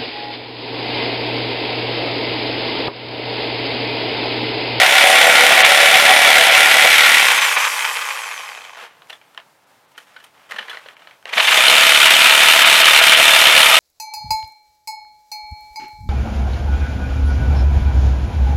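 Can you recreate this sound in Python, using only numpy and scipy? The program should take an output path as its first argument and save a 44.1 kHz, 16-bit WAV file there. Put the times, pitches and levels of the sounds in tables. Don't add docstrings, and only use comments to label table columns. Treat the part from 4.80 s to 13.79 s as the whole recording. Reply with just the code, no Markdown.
import sys
import numpy as np
from scipy import signal
from scipy.io import wavfile
from scipy.ndimage import uniform_filter1d

SR = 44100
rng = np.random.default_rng(int(sys.argv[2]) if len(sys.argv) > 2 else 0)


def file_out(sig):
    cols = np.atleast_2d(sig).T
    lim = np.clip(cols, -1, 1)
    pcm = np.round(lim * 32767).astype(np.int16)
    wavfile.write(sys.argv[1], SR, pcm)


def level_to_linear(level):
    exponent = np.asarray(level, float) / 20
    return 10 ** exponent


N = 396459

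# f/Hz, density level/dB per Hz
WOOD_SPECTRUM = [(150, -65), (250, -23), (493, -0.5), (1170, 2), (1790, 1), (3210, -2.5), (3570, -8),
                 (3870, -10.5), (6000, -23), (7800, -39), (13200, -120)]
# f/Hz, density level/dB per Hz
AIR_SPECTRUM = [(2060, -34.5), (3500, -10.5), (4190, -17), (5120, -9), (5660, -8.5), (8430, -10),
                (9730, -9.5), (10800, -13.5), (12000, -11.5), (15500, -24.5)]
# f/Hz, width/Hz, level/dB
BLADE_MODES = [(1800, 300, 2), (3000, 400, 2), (4100, 400, -4)]
TRIGGER_ON_S, TRIGGER_OFF_S = (-.356, 6.475), 2.355
FULL_HZ = 3900
CONTACT = np.arange(600) / 60.


def evened(x):
    return x / np.sqrt(np.mean(x ** 2) + 1e-20)


def steadied(x):
    return x / np.sqrt(abs(uniform_filter1d(x ** 2, size=11025)) + 1e-12)


def along(points):
    s, *columns = np.transpose(points)
    return [np.interp(np.arange(N) / SR, s, c) for c in columns]


def colour(x, points=None, peaks=(), peak_db=0):
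    hz = abs(np.fft.fftfreq(8192, 1 / SR))
    gain = np.zeros(len(hz)) + 1e-5
    if points:
        f, db = np.transpose(points)
        curve_db = np.interp(np.log(hz + 1), np.log(f + 1), db)
        bass_loss_db = 47 * np.log10(np.maximum(f[0] / (hz + 1), 1))
        gain += level_to_linear(curve_db - bass_loss_db)
    for f, width, db in peaks:
        gain += level_to_linear(db + peak_db) / (1 + (2 * (hz - f) / width) ** 2)
    level = np.log(gain)
    phase = -signal.hilbert(level).imag
    taps = np.fft.ifft(np.exp(level + 1j * phase)).real[:4096]
    return signal.oaconvolve(x, taps)[:len(x)]


def wander(per_s):
    at = np.arange(0, N / SR + 1, 1 / per_s)
    return np.interp(np.arange(N) / SR, at, rng.standard_normal(1000)[:len(at)]) * 1.22


def clicks(per_s, spread_db):
    when, size, sign = rng.random((3, N))
    return (when < per_s / SR) * level_to_linear(-spread_db * np.log(size + 0.024)) * np.sign(sign - .5)


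def passings(cycles):
    return np.diff(np.floor(cycles), prepend=0) > 0


def yard():
    # f/Hz, density level/dB per Hz
    hum_spectrum = [(21, -61), (35, -23), (60, -11), (150, -3), (249, -8), (283, -3), (330, -7), (849, 0),
                    (2410, -10), (6530, -17.5), (15500, -22.5)]
    return level_to_linear(-56 + 1.1 * wander(10)) * evened(colour(rng.standard_normal(N), hum_spectrum))


def scrape():
    # t/s, length/s, level/dB, treble minus that level/dB
    slides = [(3.963, 0.085, -29.5, -13.5), (4.097, 0.085, -49, -20), (4.279, 0.084, -47, -4.5),
              (4.42, .12, -55, -18), (5.1, .08, -59, -14), (5.143, 0.084, -47.5, -3.5),
              (5.264, 0.21, -47.5, -11), (5.535, 0.23, -48, -20), (5.69, .3, -36, -12.5),
              (6.01, .12, -44, -11.5), (6.19, .15, -45.5, -18), (6.462, 0.072, -31, -16.5)]
    rise_s, fall_s = 0.0083, 0.027
    t, wood, treble = np.arange(N) / SR, 0, 0
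    for s, length, db, treble_db in slides:
        rise = np.clip((t - s) / rise_s, 0, 1)
        press = rise * np.exp(-np.maximum(t - s - length, 0) / fall_s)
        wood = wood + level_to_linear(db - 7.5) * press
        treble = treble + level_to_linear(db - 10 + treble_db) * press
    grains = clicks(1100, spread_db=2.5) + 0.2 * rng.standard_normal(N)
    return wood * evened(colour(grains, WOOD_SPECTRUM)) + treble * evened(colour(grains, AIR_SPECTRUM))


def knocks():
    # t/s, peak level/dB, f/Hz, treble minus peak/dB
    taps = [(3.169, -12, 2170, -20.5), (3.699, -33.5, 1220, -19), (3.777, -22.5, 1460, -20),
            (3.818, -26, 1270, -26), (4.17, -43, 1110, -24), (4.22, -30.5, 1010, -32),
            (4.271, -42, 2200, -6), (4.303, -23, 2870, -17), (4.414, -34.5, 2370, -28),
            (4.547, -36, 1400, -8), (4.576, -18, 1000, -22.5), (5.72, -16.5, 1880, -12.5),
            (5.971, -22, 1990, -30), (6.086, -24, 2880, -15), (6.133, -38, 1500, -25),
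            (6.167, -32, 2250, -25), (6.272, -27.5, 2200, -33), (6.31, -31, 2280, -29),
            (6.426, -40, 1480, -11), (6.455, -18.5, 1980, -18)]
    # t/s, peak level/dB, f/Hz, treble minus peak/dB
    scuffs = [(4.296, -25.5, 2860, -13), (4.327, -27, 3460, -18), (4.337, -42, 3230, -24),
              (5.115, -49, 999, -4.5), (5.177, -25.5, 1440, -11), (5.362, -29.5, 1520, -26),
              (5.399, -38, 1810, -15), (5.439, -35, 1170, -4), (5.708, -21, 2020, -14.5),
              (5.739, -29, 853, -20), (5.76, -21, 1700, -23), (5.783, -14, 1800, -28),
              (5.787, -19, 2970, -22), (5.824, -26, 1810, -27), (5.88, -24.5, 1800, -28),
              (5.895, -19.5, 3400, -18), (5.91, -24, 1710, -22), (5.929, -25, 1500, -22.5),
              (5.944, -24.5, 2170, -22.5), (6.058, -28, 566, -27), (6.192, -39, 689, -23),
              (6.218, -36, 1420, -23), (6.49, -23, 2390, -17), (6.53, -11.5, 1940, -27)]
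    # t/s, peak level/dB
    thuds = [(2.62, -36), (2.77, -39), (4.02, -50), (5.74, -41), (5.8, -42), (6.06, -55), (6.56, -31)]
    tap_s, scuff_s, ring_t60_s = 0.00063, 0.0036, 0.031
    thud_hz, thud_t60_s = 220, .06
    out, t = np.zeros(N + SR), np.arange(6000) / SR
    touches = [(*row, tap_s) for row in taps] + [(*row, scuff_s) for row in scuffs]
    for (s, db, hz, treble_db, contact_s), noise in zip(touches, rng.standard_normal((60, 2, 6000))):
        touch = noise[0] * t * np.exp(-t / contact_s)
        modes = BLADE_MODES + [(hz, 2.2 / ring_t60_s + 120, 12)]
        ring = colour(touch, WOOD_SPECTRUM, modes, peak_db=2)
        tick = colour(touch, AIR_SPECTRUM)
        fade = level_to_linear(-17.5 - 60 * t / (4.5 * ring_t60_s)) * np.minimum(t / 0.0026, 1)
        tail = evened(colour(noise[1], WOOD_SPECTRUM)) * fade
        sound = ring / abs(ring).max() + level_to_linear(treble_db) * tick / abs(tick).max() + tail
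        out[round(s * SR):][:len(t)] += level_to_linear(db) * sound
    for s, db in thuds:
        fade = level_to_linear(db - 60 * t / thud_t60_s) * np.minimum(t / .006, 1)
        out[round(s * SR):][:len(t)] += fade * np.sin(2 * np.pi * thud_hz * t)
    return out[:N]


def speed():
    # t/s, commutator bars passing a brush f/Hz
    held_speed = [(0.9, 3765), (1.3, 3792), (2.2, 3934), (7.9, 3960), (8.2, 4006), (8.5, 3927),
                  (8.99, 3891)]
    spin_up_s, coast_s, dry_drag_hz = .17, 2.08, 2660
    kerf_s, kerf_length_s, kerf_loss_hz = 2.7, .16, 120
    t, held = np.arange(N) / SR, along(held_speed)[0]
    since = t - np.where(t < TRIGGER_ON_S[1], *TRIGGER_ON_S)
    driven = held * (1 - np.exp(-since / spin_up_s))
    coasting = (held + dry_drag_hz) * np.exp(-(t - TRIGGER_OFF_S) / coast_s) - dry_drag_hz
    coasting -= kerf_loss_hz * np.exp(-((t - kerf_s) / kerf_length_s) ** 2)
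    released = (t > TRIGGER_OFF_S) & (t < TRIGGER_ON_S[1])
    return np.maximum(np.where(released, coasting, driven), 90)


def levels(bar_hz, load):
    # level/dB at full speed and load, slope/dB per decade, loss/dB unloaded,
    # gain/dB in the second cut
    loudness = [
        (-9, 31.5, 4, 0),
        (-17, 24.5, 0, -7.5),
        (-21.5, 39, -1, 1.5),
    ]
    # t/s, level/dB
    bite = [(0, -1), (0.2, 2), (1.7, -1), (2.12, -10), (2.8, -10), (6.5, 0.5), (7.8, -1.5), (8.99, 1.5)]
    # t/s, gear case level/dB, sheet level/dB
    snags = [(0.019, 3.5, 4), (.72, 1, 2), (.85, 5.5, -3), (1.299, 0, 6.5), (1.96, -2, 10),
             (2.055, -2.5, 12.5), (2.774, 9, 13.5), (3.11, -2.5, 4), (6.534, 13.5, 1), (6.58, 9, 7),
             (6.603, 12.5, 5), (6.648, 4.5, 0.5), (6.685, 11.5, -5), (6.724, 7.5, -1.5), (6.757, 1, 0.5),
             (6.78, 1, 5), (6.82, 1, 0), (6.852, 1, -0.5), (6.881, 2, 4), (6.911, 1.5, 1), (6.94, 3, 5),
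             (8.4, 0, 6.5), (8.67, 2, 6), (8.77, 2, 5)]
    snag_s = [
        [0.0078],
        [0.016],
    ]
    t = np.arange(N) / SR
    case, sheet, air = (db + per * np.log10(bar_hz / FULL_HZ) - free * (1 - load)
                        + second * (t > TRIGGER_ON_S[1]) for db, per, free, second in loudness)
    swell = sum(np.c_[db] * np.exp(-((t - s) / snag_s) ** 2) for s, *db in snags)
    return case + swell[0], sheet + swell[1] + along(bite)[0], air


def motor(bars, bar_hz, load, jolt, rattle):
    # f/Hz, width/Hz, level/dB
    vents = [(4700, 700, 2), (6200, 900, 6), (7500, 700, -1), (9300, 1000, -1), (10800, 600, 1),
             (11700, 800, -4)]
    # multiple of the commutator rate, level/dB
    gear_orders = [(2.35, -1), (2.43, 4), (2.52, 2), (2.963, 3), (3.05, -2), (3.135, -4)]
    flow = (1 + 1.5 * load * jolt) * level_to_linear(0.31 * wander(80)) * rng.standard_normal(N)
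    hiss = steadied(colour(flow + 0.23 * load * rattle, AIR_SPECTRUM))
    tones = 0
    for k in range(2, 17):
        if k != 3:
            strength = level_to_linear(2.5 * wander(12) - 1) * (k * bar_hz < 15000) * (1 + .5 * (k == 6))
            tones = tones + strength * np.sin(2 * np.pi * k * bars)
    strain = np.minimum(bar_hz / 3000, 1) ** 2 * (0.52 + 0.3 * load)
    for k, db in gear_orders:
        tones += strain * level_to_linear(db + 3 * wander(14)) * np.sin(2 * np.pi * k * bars + 1.6 * wander(90))
    whine_db = -12 + 6 * (1 - bar_hz / FULL_HZ)
    return hiss + level_to_linear(whine_db) * colour(tones, peaks=vents)


def stroke_thump(strokes, bar_hz, load):
    # multiple of the stroke rate, level/dB
    stroke_orders = [(3, -47), (4, -52), (5, -42), (6, -48), (7, -43), (8, -52), (9, -44), (10, -45),
                     (11, -46), (12, -44), (13, -40), (14, -39), (16, -36), (18, -34)]
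    tones = sum(level_to_linear(db + 1.2 * wander(6)) * np.sin(2 * np.pi * k * strokes) for k, db in stroke_orders)
    return load ** 1.5 * (bar_hz / FULL_HZ) ** 3 * tones


def plywood_sheet(drive, strokes, bar_hz, load, jolt, first):
    # f/Hz, width/Hz, level/dB
    sheet_modes = [
        [(495, 8, 0), (569.4, 13, 3), (664, 39, -3), (758, 26, 1.5)],
        [(488.6, 13, -3), (554, 18, -1), (651, 23, 7.5), (729, 55, -7)],
    ]
    # f/Hz, density level/dB per Hz
    sheet_spread = [(24, -70.5), (40, -64), (181, -28), (289, -12), (564, -7.5), (679, -5), (750, 1),
                    (983, -5), (1200, -4.5), (1560, -33.5), (2640, -120)]
    kicks = passings(strokes + .015 * wander(20)) * level_to_linear(2.5 * wander(25))
    chatter = clicks(bar_hz * .3 * (0.44 + jolt), spread_db=-2.5)
    shake = 0.43 * load * evened(kicks) + evened(chatter)
    ringing = np.where(first, *(colour(shake, sheet_spread, p, peak_db=9) for p in sheet_modes))
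    unloaded = colour(colour(drive, sheet_spread), WOOD_SPECTRUM)
    return steadied(load * evened(ringing) + (1 - load) * evened(unloaded))


def gear_drive(bars, bar_hz, load, jolt):
    turns = passings(bars / 11.5 + .15 * wander(70))
    extra_per_s = 110 + bar_hz * .12 * (.6 + load * np.minimum(jolt, 2))
    clacks = turns + .7 * abs(clicks(extra_per_s, spread_db=0))
    clacks = clacks * level_to_linear((1.5 + load) * wander(90))
    bursts = signal.oaconvolve(clacks, CONTACT * np.exp(-CONTACT))[:N]
    rattle = steadied(bursts * rng.standard_normal(N))
    tear = evened((.6 + (.2 + .9 * load) * jolt) * rng.standard_normal(N))
    dry_bursts = signal.oaconvolve(clacks, np.exp(-CONTACT / .9))[:N]
    ticking = steadied(dry_bursts * rng.standard_normal(N))
    drive = .6 * load * rattle + .8 * (1 - load) * ticking + tear * (.45 + .45 * load)
    return rattle, drive


def gear_case(drive, loose, load, first):
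    # f/Hz, density level/dB per Hz
    case_spectra = [
        [(470, -44), (800, -11), (1240, -17.5), (1380, -6), (1580, -9.5), (1970, -1.5), (2860, -8), (3560, -10.5), (4540, -17.5), (6000, -24.5), (7800, -45), (13200, -120)],
        [(290, -56.5), (500, -13), (669, -8), (841, 5.5), (1650, 5.5), (2480, 4.5), (2780, -9), (3180, -2.5), (3800, -5), (6000, -10), (7800, -11.5), (13200, -120)],
        [(470, -54.5), (800, -10.5), (939, -5), (1070, -10), (1240, -3), (1570, -4.5), (2310, -0.5), (3010, -1), (4700, -14.5), (6000, -24.5), (7800, -45), (13200, -120)],
    ]
    # f/Hz, width/Hz, level/dB
    case_peaks = [
        [(1151, 54, -7), (1400, 64, -3), (1980, 70, -16), (2290, 18, 5), (3120, 15, -5.5), (3470, 270, -9.5)],
        [(1080, 250, -7.5), (1550, 260, -9), (2550, 300, 12.5), (3094, 190, 10.5)],
        [(1420, 30, -5.5), (2376, 68, -1.5), (3070, 39, -10.5), (3580, 74, 5.5), (4600, 54, -24)],
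    ]
    slap_db = -21.5, -11
    cut, coast, recut = (evened(colour(drive, c, p, peak_db=-8.0))
                         for c, p in zip(case_spectra, case_peaks))
    case = steadied(np.where(first, load * cut + (1 - load) * coast, recut))
    reversals = passings(2 * loose) * level_to_linear(4.9 * wander(70))
    slap = signal.oaconvolve(reversals, np.exp(-CONTACT / 0.8))[:N] * rng.standard_normal(N)
    return case + load * level_to_linear(np.where(first, *slap_db)) * evened(colour(slap, peaks=BLADE_MODES[1:]))


def saw():
    # t/s, share 0-1
    load_curve = [(0, 1), (2.3, 1), (2.85, 0.11), (6.5, 0.4), (6.9, 0.97), (9, 1)]
    first = np.arange(N) / SR < 5
    running = along([(0, 1), (4.06, 0.92), (4.09, 0.01), (6.52, 0.01), (6.535, 0.94), (9, 0.96)])[0]
    bar_hz, load = speed(), np.clip(along(load_curve)[0], 0, 1)
    case_db, sheet_db, air_db = levels(bar_hz, load)
    bars = np.cumsum(bar_hz) / SR
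    strokes = bars / 105.5
    loose = strokes + 0.044 * wander(30)
    pull = 1 + 0.31 * np.sign(np.sin(2 * np.pi * loose))
    jolt = np.exp(-(2 * loose % 1) / .3) * pull * level_to_linear(2.1 * wander(60))
    rattle, drive = gear_drive(bars, bar_hz, load, jolt)
    case = level_to_linear(case_db) * gear_case(drive, loose, load, first)
    sheet = level_to_linear(sheet_db) * plywood_sheet(drive, strokes, bar_hz, load, jolt, first)
    air = level_to_linear(air_db) * motor(bars, bar_hz, load, jolt, rattle)
    return running * (case + sheet + air + stroke_thump(strokes, bar_hz, load))


def scene():
    close = saw() + knocks() + scrape()
    echoes = sum(level_to_linear(db) * np.pad(close, (round(s * SR), 0))[:N]
                 for s, db in [(.0047, -20), (.0131, -20.5), (.024, -13)])
    return (close + echoes + yard())[None]


def roll_off(x):
    return signal.sosfilt(signal.butter(12, 15690, fs=SR, output="sos"), x)


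def record(dry):
    # t/s, share taken away 0-1
    dropouts = [(.835, .8), (1.7, .5), (2.6, .5), (2.77, .55), (4.857, .6), (5.07, .5), (5.157, .7),
                (6.155, .7), (7.29, .45), (7.845, .6), (8.035, .5), (8.21, .5), (8.355, .55)]
    clipped = dry / (1 + abs(dry / .97) ** 10) ** (1 / 10)
    coupled = signal.sosfilt(signal.butter(1, 120, "high", fs=SR, output="sos"), clipped)
    treble = signal.sosfiltfilt(signal.butter(4, 4500, "high", fs=SR, output="sos"), coupled)
    t = np.arange(N) / SR
    lost = sum(min(share, 1) * np.exp(-((t - s) / .012) ** 4) for s, share in dropouts)
    return roll_off(coupled - lost * treble)


dry = scene()
out = record(dry)
file_out(out)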